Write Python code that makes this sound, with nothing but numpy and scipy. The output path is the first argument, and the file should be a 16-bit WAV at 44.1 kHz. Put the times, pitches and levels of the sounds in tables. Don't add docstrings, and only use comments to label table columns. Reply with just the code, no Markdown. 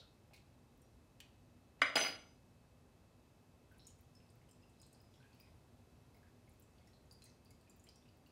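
import sys
import numpy as np
from scipy import signal
from scipy.io import wavfile
from scipy.ndimage import uniform_filter1d

SR = 44100
rng = np.random.default_rng(int(sys.argv[2]) if len(sys.argv) > 2 else 0)


def materialize(psi):
    bounded = np.clip(np.atleast_2d(psi).T, -1, 1)
    quanta = np.round(bounded * 32767).astype(np.int16)
    wavfile.write(sys.argv[1], SR, quanta)


def gain_from_db(level_db):
    decades = np.asarray(level_db, float) / 20
    return 10 ** decades


N = 366515
BOUNCE_S = 1.95


def band(x, hz, width):
    return signal.lfilter(*signal.iirpeak(min(hz, .45 * SR), max(hz / width, .3), fs=SR), x)


def lowpass(x, order, hz):
    return signal.sosfilt(signal.butter(order, hz, fs=SR, output="sos"), x)


def level(x, db):
    return x * gain_from_db(db) / np.sqrt(np.mean(x ** 2))


def add(out, s, x):
    i = int(s * SR)
    out[i:i + len(x)] += x[:N - i]


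def walk(rate):
    k = int(SR / rate)
    held = np.repeat(rng.standard_normal(N // k + 1), k)
    return 0.69 * uniform_filter1d(uniform_filter1d(held, k), k)[:N]


def kitchen():
    # f/Hz, density/(dB per Hz)
    air = [(15, -46), (25, -18.5), (49, -5), (92, 2), (175, -8), (236, -10.5), (293, -10.5), (796, -17.5),
           (1520, -28), (2480, -28.5), (2690, -35.5), (2910, -32), (4030, -31), (14800, -39.5),
           (16000, -51)]
    # f/Hz, width/Hz, level/dB
    hum_bands = [(90, 69, -76), (242, 13, -76), (3924, 15, -99), (4700, 11, -101)]
    out, swell = 0, walk(0.61)
    hz_points, db_points = np.transpose(air)
    for hz in 25 * 2 ** np.arange(0, 9.4, 1 / 3):
        db = np.interp(np.log(hz), np.log(hz_points), db_points) + .5 * swell + 0.65 * walk(4.4)
        out = out + gain_from_db(db) * band(band(rng.standard_normal(N), hz, hz / 3), hz, hz / 2)
    out = signal.sosfilt(signal.ellip(6, .2, 9, 15000, fs=SR, output="sos"), out)
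    hum = sum(level(band(rng.standard_normal(N), hz, width), db) for hz, width, db in hum_bands)
    whine_hz = 2600 + 3 * walk(1.8)
    whine = gain_from_db(-87 + 2.0 * walk(5)) * np.sin(2 * np.pi * np.cumsum(whine_hz) / SR)
    return level(out, -66.5) + hum + whine


def room(x, first_s=0.0034):
    # f/Hz, T60/s
    room_t60 = [(200, 0.6), (700, 0.43), (2000, 0.35), (5000, 0.47), (10000, 0.086), (16000, 0.074)]
    t = np.arange(SR * 3 // 4) / SR
    hz_points, t60_points = np.transpose(room_t60)
    tail = 0
    for hz in 125 * 2 ** np.arange(0, 7.4, .5):
        t60 = np.interp(np.log(hz), np.log(hz_points), t60_points)
        tail = tail + band(rng.standard_normal(len(t)), hz, hz / 2.0) * 1000. ** (-t / t60)
    tail = tail * np.clip(t / first_s - .5, 0, 1)
    return signal.fftconvolve(x, tail / np.sqrt(np.sum(tail ** 2)))[:N]


def glass():
    # t/s, peak level/dB
    drops = [(3.7996, -63), (3.8535, -59), (4.153, -62), (4.17, -66), (4.227, -69), (4.4893, -72.5),
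             (4.6237, -71), (4.8, -62.5), (4.83, -65), (4.86, -71), (4.9482, -75), (5.0035, -62.5),
             (5.2026, -71), (5.401, -59), (5.408, -58), (5.434, -71.5), (6.7994, -76.5), (6.873, -70),
             (7.1121, -53.5), (7.1354, -63), (7.148, -59.5), (7.224, -62), (7.259, -61), (7.4576, -63),
             (7.51, -66), (7.7064, -64), (7.889, -71), (7.9194, -68), (8.088, -68), (8.265, -71)]
    full_hz, sink_hz, fill_s, t60 = 4720, 640, 1.39, 0.078
    out, t = np.zeros(N), np.arange(8192) / SR
    for (s, db), (split, phase) in zip(drops, rng.random((len(drops), 2))):
        hz = full_hz + sink_hz * np.exp(-(s - drops[0][0]) / fill_s)
        pair = np.sin(2 * np.pi * hz * t)
        pair += 0.5 * np.sin(2 * np.pi * ((hz + 30 + 50 * split) * t + phase))
        pair *= 1 + 1.04 * np.exp(-t / 0.006)
        pair *= np.minimum(t / 0.00055, 1)
        add(out, s, gain_from_db(db - 10.0) * pair * 1000. 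** (-t / t60))
    return out


def bubble(hz, cycles, glide):
    turns = np.arange(int(1.2 * cycles * SR / hz)) / SR * hz
    life = turns / cycles
    ring = np.sin(2 * np.pi * turns * (1 + (glide - 1) * life))
    return ring * 1000. ** -life * np.minimum(turns / 1.07, 1)


def tick(hz, decay_s=0.0025):
    t = np.arange(512) / SR
    snap = rng.standard_normal(512) * np.exp(-t / decay_s)
    snap = signal.sosfilt(signal.butter(4, min(hz, 15000), "high", fs=SR, output="sos"), snap)
    return 1.25 * band(snap, 1.14 * hz, 1.05 * hz)


def brine():
    # t/s, peak level/dB, f/Hz, life/cycles, glide ratio
    gulps = [(3.714, -62, 1576, 67, 0.91), (3.8855, -60, 2930, 19, 1), (3.738, -71.5, 1990, 35, 1.5),
             (3.9933, -68, 1990, 14, 1.2), (4.415, -61.5, 1900, 18, 1.37), (4.634, -66, 2730, 75, 1),
             (5.1388, -61, 3160, 45, 1.5), (5.203, -66, 1500, 105, 1.14), (5.24, -64.5, 1605, 69, 1.05),
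             (5.318, -70, 2450, 50, 1.1), (5.335, -68, 2650, 42, 0.92), (5.36, -69, 2500, 40, 0.92),
             (5.432, -68.5, 2500, 50, .9), (5.452, -70, 2250, 40, .95), (5.472, -67, 2100, 46, .95),
             (5.3993, -61.5, 2417, 48, 1.1), (6.146, -66.5, 2040, 51, 1.23), (6.2305, -62, 1635, 40, 0.96),
             (6.4763, -65, 2230, 51, 0.89), (6.876, -68.5, 1990, 60, 0.94), (7.2199, -61, 2580, 69, 1.03),
             (7.468, -71, 2600, 49, 1.05), (7.5079, -70, 2210, 77, 0.97), (7.6749, -64, 2520, 45, 0.95),
             (7.872, -59, 3100, 39, 1.05), (8.0817, -67, 2930, 46, 0.97), (8.2626, -64, 2770, 52, 1.05)]
    # t/s, peak level/dB, f/Hz
    plinks = [(3.817, -70, 3950), (3.831, -67, 4080), (3.87, -52.5, 6960), (3.903, -62.5, 7000),
              (4.4912, -81.5, 5070), (4.511, -70, 5200), (4.773, -71.5, 4050), (5.1387, -61.5, 3410),
              (5.158, -67, 5500), (5.3306, -66, 4550), (6.6228, -62, 7740), (6.782, -66.5, 4590),
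              (6.873, -64, 5490), (7.221, -55.5, 4220), (7.2547, -57, 6480), (7.5075, -64, 4960),
              (7.6972, -58, 7400), (7.797, -64, 6930), (7.84, -60.5, 7600), (7.868, -70, 4060),
              (7.889, -54.5, 5010), (7.959, -61.5, 5700), (8.262, -67, 4580)]
    # t/s, peak level/dB, f/Hz
    tiny = [(3.72, -63.5, 12840), (3.782, -57, 10800), (3.8691, -48, 8700), (4.0088, -60, 13200),
            (4.302, -62.5, 8500), (4.491, -61, 8500), (4.5117, -55.5, 8200), (4.696, -64, 8200),
            (4.7991, -64, 9320), (4.816, -52.5, 8160), (4.865, -56.5, 8100), (4.9296, -54.5, 8300),
            (5.0146, -61, 14400), (5.3997, -52.5, 14780), (6.167, -63.5, 15400), (6.4938, -60, 9960),
            (6.598, -54, 13400), (6.873, -65, 9380), (7.1113, -65, 9830), (7.124, -53, 10200),
            (7.2206, -67, 8640), (7.2408, -49.5, 8750), (7.4483, -59, 10440), (7.5064, -56, 10730),
            (7.6967, -59, 10500), (7.7634, -59, 14700), (7.7955, -67, 9110), (7.8405, -59.5, 9100),
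            (7.8886, -67, 8300), (7.9576, -60, 8500)]
    # t/s, f/Hz
    specks = [(3.989, 8700), (4.1511, 8500), (4.3546, 14500), (5.3469, 13200), (5.42, 9500), (6.145, 13040),
              (6.5347, 14500), (6.622, 11300), (7.6112, 8600), (7.8686, 8480), (8.1709, 14200),
              (8.2712, 14100)]
    # t/s, peak level/dB, f/Hz
    splashes = [(3.745, -70, 2470), (3.7953, -56, 3950), (3.805, -60, 4200), (3.847, -63, 5700),
                (3.867, -58, 5900), (3.88, -65, 3700), (4.152, -66, 6200), (4.203, -65, 2600),
                (4.292, -63, 4850), (4.488, -67, 3000), (4.8155, -61, 4800), (4.817, -62, 6600),
                (4.8315, -58, 4000), (4.839, -63, 4300), (4.948, -60, 4650), (5.203, -66, 4150),
                (5.228, -64, 2540), (5.2285, -67, 3400), (6.146, -66, 4900), (6.168, -68, 2100),
                (6.268, -66, 1700), (6.52, -67, 7000), (6.784, -67, 3300), (6.812, -68, 2100),
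                (6.9335, -61, 4100), (6.942, -63, 4200), (6.97, -67, 4100), (7.111, -59, 6800),
                (7.1112, -56, 4700), (7.221, -61, 6700), (7.264, -61, 4200), (7.265, -65, 2000),
                (7.277, -62, 5900), (7.295, -63, 5900), (7.301, -64, 5000), (7.458, -63, 4600),
                (7.5075, -58, 7000), (7.611, -67, 4400), (7.869, -64, 2300), (8.026, -66, 3500),
                (8.057, -67, 2600), (8.09, -67, 4400)]
    # t/s, spray level/dB
    flow = [(3.65, -82), (3.9, -83.5), (4.3, -79.5), (4.7, -80.5), (5.0, -77), (5.45, -69.5), (5.6, -90.5),
            (6.05, -88.5), (6.5, -79), (6.9, -75), (7.3, -87.5), (7.9, -79.5), (8.3, -90)]
    out = np.zeros(N)
    for s, db, hz, cycles, glide in gulps:
        add(out, s, gain_from_db(db) * bubble(hz, cycles, glide))
        add(out, s, gain_from_db(db - 11) * tick(0.92 * hz, decay_s=0.0053))
    for s, db, hz in plinks:
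        add(out, s, gain_from_db(db + 1.0) * bubble(hz, 73, 0.94))
        add(out, s, gain_from_db(db - 3.5) * tick(0.88 * hz))
    for s, db, hz in tiny + [(s, -64.5, hz) for s, hz in specks]:
        add(out, s, gain_from_db(db) * bubble(hz, 42, 1.04))
        add(out, s, gain_from_db(db - 7) * tick(0.79 * hz))
    for s, db, hz in splashes:
        add(out, s, gain_from_db(db + 2.5) * bubble(hz, 27.9, 1.05))
    for at, pitch, size in rng.random((900, 3)):
        s = flow[0][0] + (flow[-1][0] - flow[0][0]) * at
        db = np.interp(s, *np.transpose(flow)) - 2.7 * np.log(max(size, .07))
        add(out, s, gain_from_db(db) * bubble(2200 * 5 ** pitch ** 1.5, 14, 1.3))
    return out


def rim():
    # t/s, peak level/dB, centre f/Hz, width/Hz, decay/s
    scrapes = [(0.0, -54.5, 3900, 970, .027), (.033, -70, 3950, 700, .033), (.017, -66, 1400, 200, .027),
               (.31, -54, 700, 300, .006), (.323, -58, 665, 294, .0094), (.334, -57.5, 2330, 500, .023),
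               (.335, -59, 4120, 1500, .023), (.337, -62.5, 11000, 9000, .015),
               (.371, -62, 2420, 600, .015), (.362, -65.5, 6000, 6000, .018), (.537, -70, 3710, 300, .007),
               (0.0, -57, 500, 200, .01), (.8178, -68, 9100, 300, .015), (.82, -74, 5720, 100, .04),
               (1.2033, -45.5, 2740, 1300, .0054), (1.2027, -51, 7500, 7000, .0024),
               (1.224, -67.5, 2750, 400, .04), (1.794, -64.5, 2150, 1200, .026)]
    # t/s, peak level/dB, f/Hz
    taps = [
        (.775, -72, 11000),
        (1.2029, -58, 1300),
        (1.2058, -55, 5000),
        (.334, -68, 2330),
        (.8178, -64, 6500),
        (1.2033, -50, 2740),
        (1.2027, -56, 8500),
    ]
    out, t = np.zeros(N), np.arange(8192) / SR
    for s, db, hz, width, length in scrapes:
        slips = rng.standard_normal(8192) * rng.random(8192) ** 2
        slips[0] = 3.7
        scrape = band(band(slips, hz, width), hz, 2 * width)
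        add(out, s, level(scrape, db - 8.0) * np.exp(-t / length))
    for s, db, hz in taps:
        add(out, s, gain_from_db(db) * tick(hz))
    return out


def board():
    # f/Hz, width/Hz, level in the first fall/dB, level after the bounce/dB
    modes = [(149, 40, -17.5, -16), (273, 23, -5.5, -4.5), (472, 100, -11.5, -6), (640, 56, 2.5, -2),
             (797.4, 48, -9, -1.5), (970, 120, -11, -13.5), (1145, 120, -7, -8), (1360, 70, -7, -11.5),
             (1395, 69, -11, -0.5), (1500, 80, -1.5, -7.5), (1608, 100, -8, -10.5), (1880, 260, -9.5, -8),
             (2100, 60, 2.5, 1.5), (2275, 85, -2, 2.5), (2300, 49, -4, -4.5), (2470, 80, -9, -7.5),
             (2669, 170, -8.5, -7), (2930, 120, -3, -3), (3305, 61, -3, -2), (3700, 400, -11.5, -12.5),
             (4300, 300, -21.5, -9.5)]
    # t/s, blow level/dB, striking spot round the spoon (0-1), edge crack level/dB
    knocks = [(1.8179, -30.5, 0.6, -14), (1.8178, -11.5, 0.41, -36), (1.8215, -32, 0.17, -26.5),
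              (1.828, -39, .36, -42.5), (1.86, -47, 0, -31.5), (1.90, -33, 0.9, -35),
              (1.935, -54, 0.1, -35), (1.9555, -18.5, 1, -22), (1.959, -19.5, 0.74, -19.5),
              (1.9675, -19, 0.21, -30), (1.977, -25, 0.44, -34.5), (1.972, -26.5, 0.9, -21.5),
              (1.981, -29.5, 0.76, -15), (1.992, -26, 0.45, -25), (2.003, -31, 0.84, -28),
              (2.012, -22.5, 0.75, -32), (2.024, -28.5, 0.9, -25), (2.037, -26, 0.8, -30),
              (2.048, -27.5, 0.49, -34.5), (2.06, -34, 0.42, -32), (2.068, -31.5, 0.3, -31),
              (2.083, -35.5, 0.93, -18), (2.1, -40, 0.9, -28), (2.125, -41, 0.6, -28),
              (2.15, -62, 0.6, -23.5), (2.19, -59, 0.8, -29), (2.235, -58, 0.5, -28)]
    # t/s, level/dB
    rattle = [(1.815, -88), (1.821, -56), (1.87, -62), (1.95, -72), (1.958, -42), (1.985, -40.5),
              (2.03, -49), (2.07, -54), (2.12, -69), (2.2, -72), (2.3, -90)]
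    wood, crack, t = np.zeros(N), np.zeros(N), np.arange(8192) / SR
    family = np.searchsorted([1000, 2500], np.array(modes)[:, 0])
    for s, db, spot, crack_db in knocks:
        family_db = 6.5 * np.cos(2 * np.pi * (spot - np.arange(3) / 3))
        chatter = rng.standard_normal(8192) * np.exp(-t / 0.0022)
        push = 0.08 * chatter + 7.29 * (t == 0)
        scatter = rng.standard_normal((len(modes), 2))
        for i, (hz, width, *fall_db) in enumerate(modes):
            detune, luck = scatter[i]
            mode_db = db + family_db[family[i]] + fall_db[s > BOUNCE_S] + 2.0 * luck
            ring = band(push, hz * (1 + .008 * detune), width)
            add(wood, s, (-1) ** i * gain_from_db(mode_db) * ring)
        add(crack, s, gain_from_db(db + crack_db) * chatter * np.exp(-t / 0.0032))
    buzz_db = np.interp(np.arange(N) / SR, *np.transpose(rattle), left=-200, right=-200)
    buzz = rng.standard_normal(N) * rng.random(N) ** 3 * gain_from_db(buzz_db)
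    edge = gain_from_db(11.5) * band(band(crack, 6000, 7100), 6000, 7000)
    edge += gain_from_db(7.5) * band(band(buzz, 2600, 1800), 2600, 2500)
    edge += gain_from_db(2.5) * band(buzz, 7800, 3000)
    first_snap = gain_from_db(-2.5) * band(crack, 13000, 6000) * (np.arange(N) < BOUNCE_S * SR)
    return gain_from_db(8.5) * lowpass(wood, 3, 3900) + lowpass(edge, 4, 10500) + first_snap


def spoon():
    # f/Hz, group (0-3), level in the first fall/dB, level after the bounce/dB, T60/s
    modes = [(4920, 0, -6, -6, .25), (4450, 0, -25, -22, .3), (2960, 0, -30, -17, .2),
             (3280, 0, -30, -20, .2), (4161, 0, -40, -25, .2), (4237, 0, -40, -27, .2),
             (6078, 1, -5, 0, .3), (8812, 1, -9, -19, .5), (9378, 2, -8, -8, .4), (10335, 2, -12, -11, .3),
             (10595, 2, -5, -2, .3), (13808, 3, -14, -3, .2), (14018, 3, -14, -5, .2),
             (15060, 3, -14, -7, .2), (15712, 3, -14, -9, .2)]
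    # t/s, ring level of low modes/dB, of middle modes/dB
    low_blows = [(1.816, -35.5, -49), (1.832, -67, -62), (1.8592, -45, -60), (1.8994, -51.5, -73),
                 (1.955, -24.5, -59), (1.971, -54, -42.5), (1.9814, -36, -45), (1.9914, -56, -43.5),
                 (2.003, -36, -41), (2.012, -33.5, -45.5), (2.021, -34, -38), (2.0344, -38.5, -48.5),
                 (2.0507, -32, -59), (2.072, -50, -50), (2.079, -36.5, -67), (2.099, -43, -63),
                 (2.1244, -44, -73), (2.1494, -49.5, -60), (2.1644, -78.5, -75), (2.1876, -74, -67.5),
                 (2.218, -67, -68), (2.2263, -85, -97.5), (2.2397, -86.5, -78), (2.27, -95, -76)]
    # t/s, ring level of high modes/dB, of topmost/dB
    landings = [
        (1.8175, -64, -73),
        (1.8592, -82.5, -78.5),
        (1.9562, -47, -51),
        (1.969, -48, -62.5),
        (1.9914, -47, -63.5),
        (2.012, -55, -59),
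        (2.0354, -53.5, -60),
        (2.052, -56, -63),
        (2.0714, -58.5, -64),
    ]
    start_s = low_blows[0][0]
    t = start_s + np.arange(1, SR) / SR
    ring, out = 0, np.zeros(N)
    for hz, group, first_db, later_db, t60 in modes:
        blows = np.array(low_blows if group < 2 else landings)
        last = np.clip(np.searchsorted(blows[:, 0], t) - 1, 0, None)
        db = np.where(t > BOUNCE_S, later_db, first_db)
        decay_db = 60 * (t - blows[last, 0]) / t60
        size = gain_from_db(db + 2.5 + blows[last, 1 + int(group) % 2] - decay_db)
        jolt = np.cumsum(.07 * rng.standard_normal(len(blows)))[last] + rng.random()
        size = signal.lfilter([.012], [1, -.988], size * np.exp(2j * np.pi * jolt))
        ring = ring + np.imag(size * np.exp(2j * np.pi * hz * t))
    add(out, start_s, ring)
    return out


def scene():
    water, ring, scrapes, wood, steel = brine(), glass(), rim(), board(), spoon()
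    near = water + scrapes
    add(near, .0037, gain_from_db(-6.5) * band(near, 8200, 14000))
    wet = gain_from_db(-2.0) * water + gain_from_db(-3.5) * ring + gain_from_db(-6.0) * scrapes + gain_from_db(-6.5) * wood + gain_from_db(-17) * steel
    return (near + ring + wood + steel + room(wet) + kitchen())[None]


def low_pass(x):
    return signal.sosfilt(signal.butter(12, 16440, fs=SR, output="sos"), x)


def record(dry):
    dry = signal.sosfilt(signal.butter(7, 37, "high", fs=SR, output="sos"), dry)
    dry = signal.sosfilt(signal.ellip(8, .2, 60, 15800, fs=SR, output="sos"), dry)
    return low_pass(dry)


dry = scene()
out = record(dry)
materialize(out)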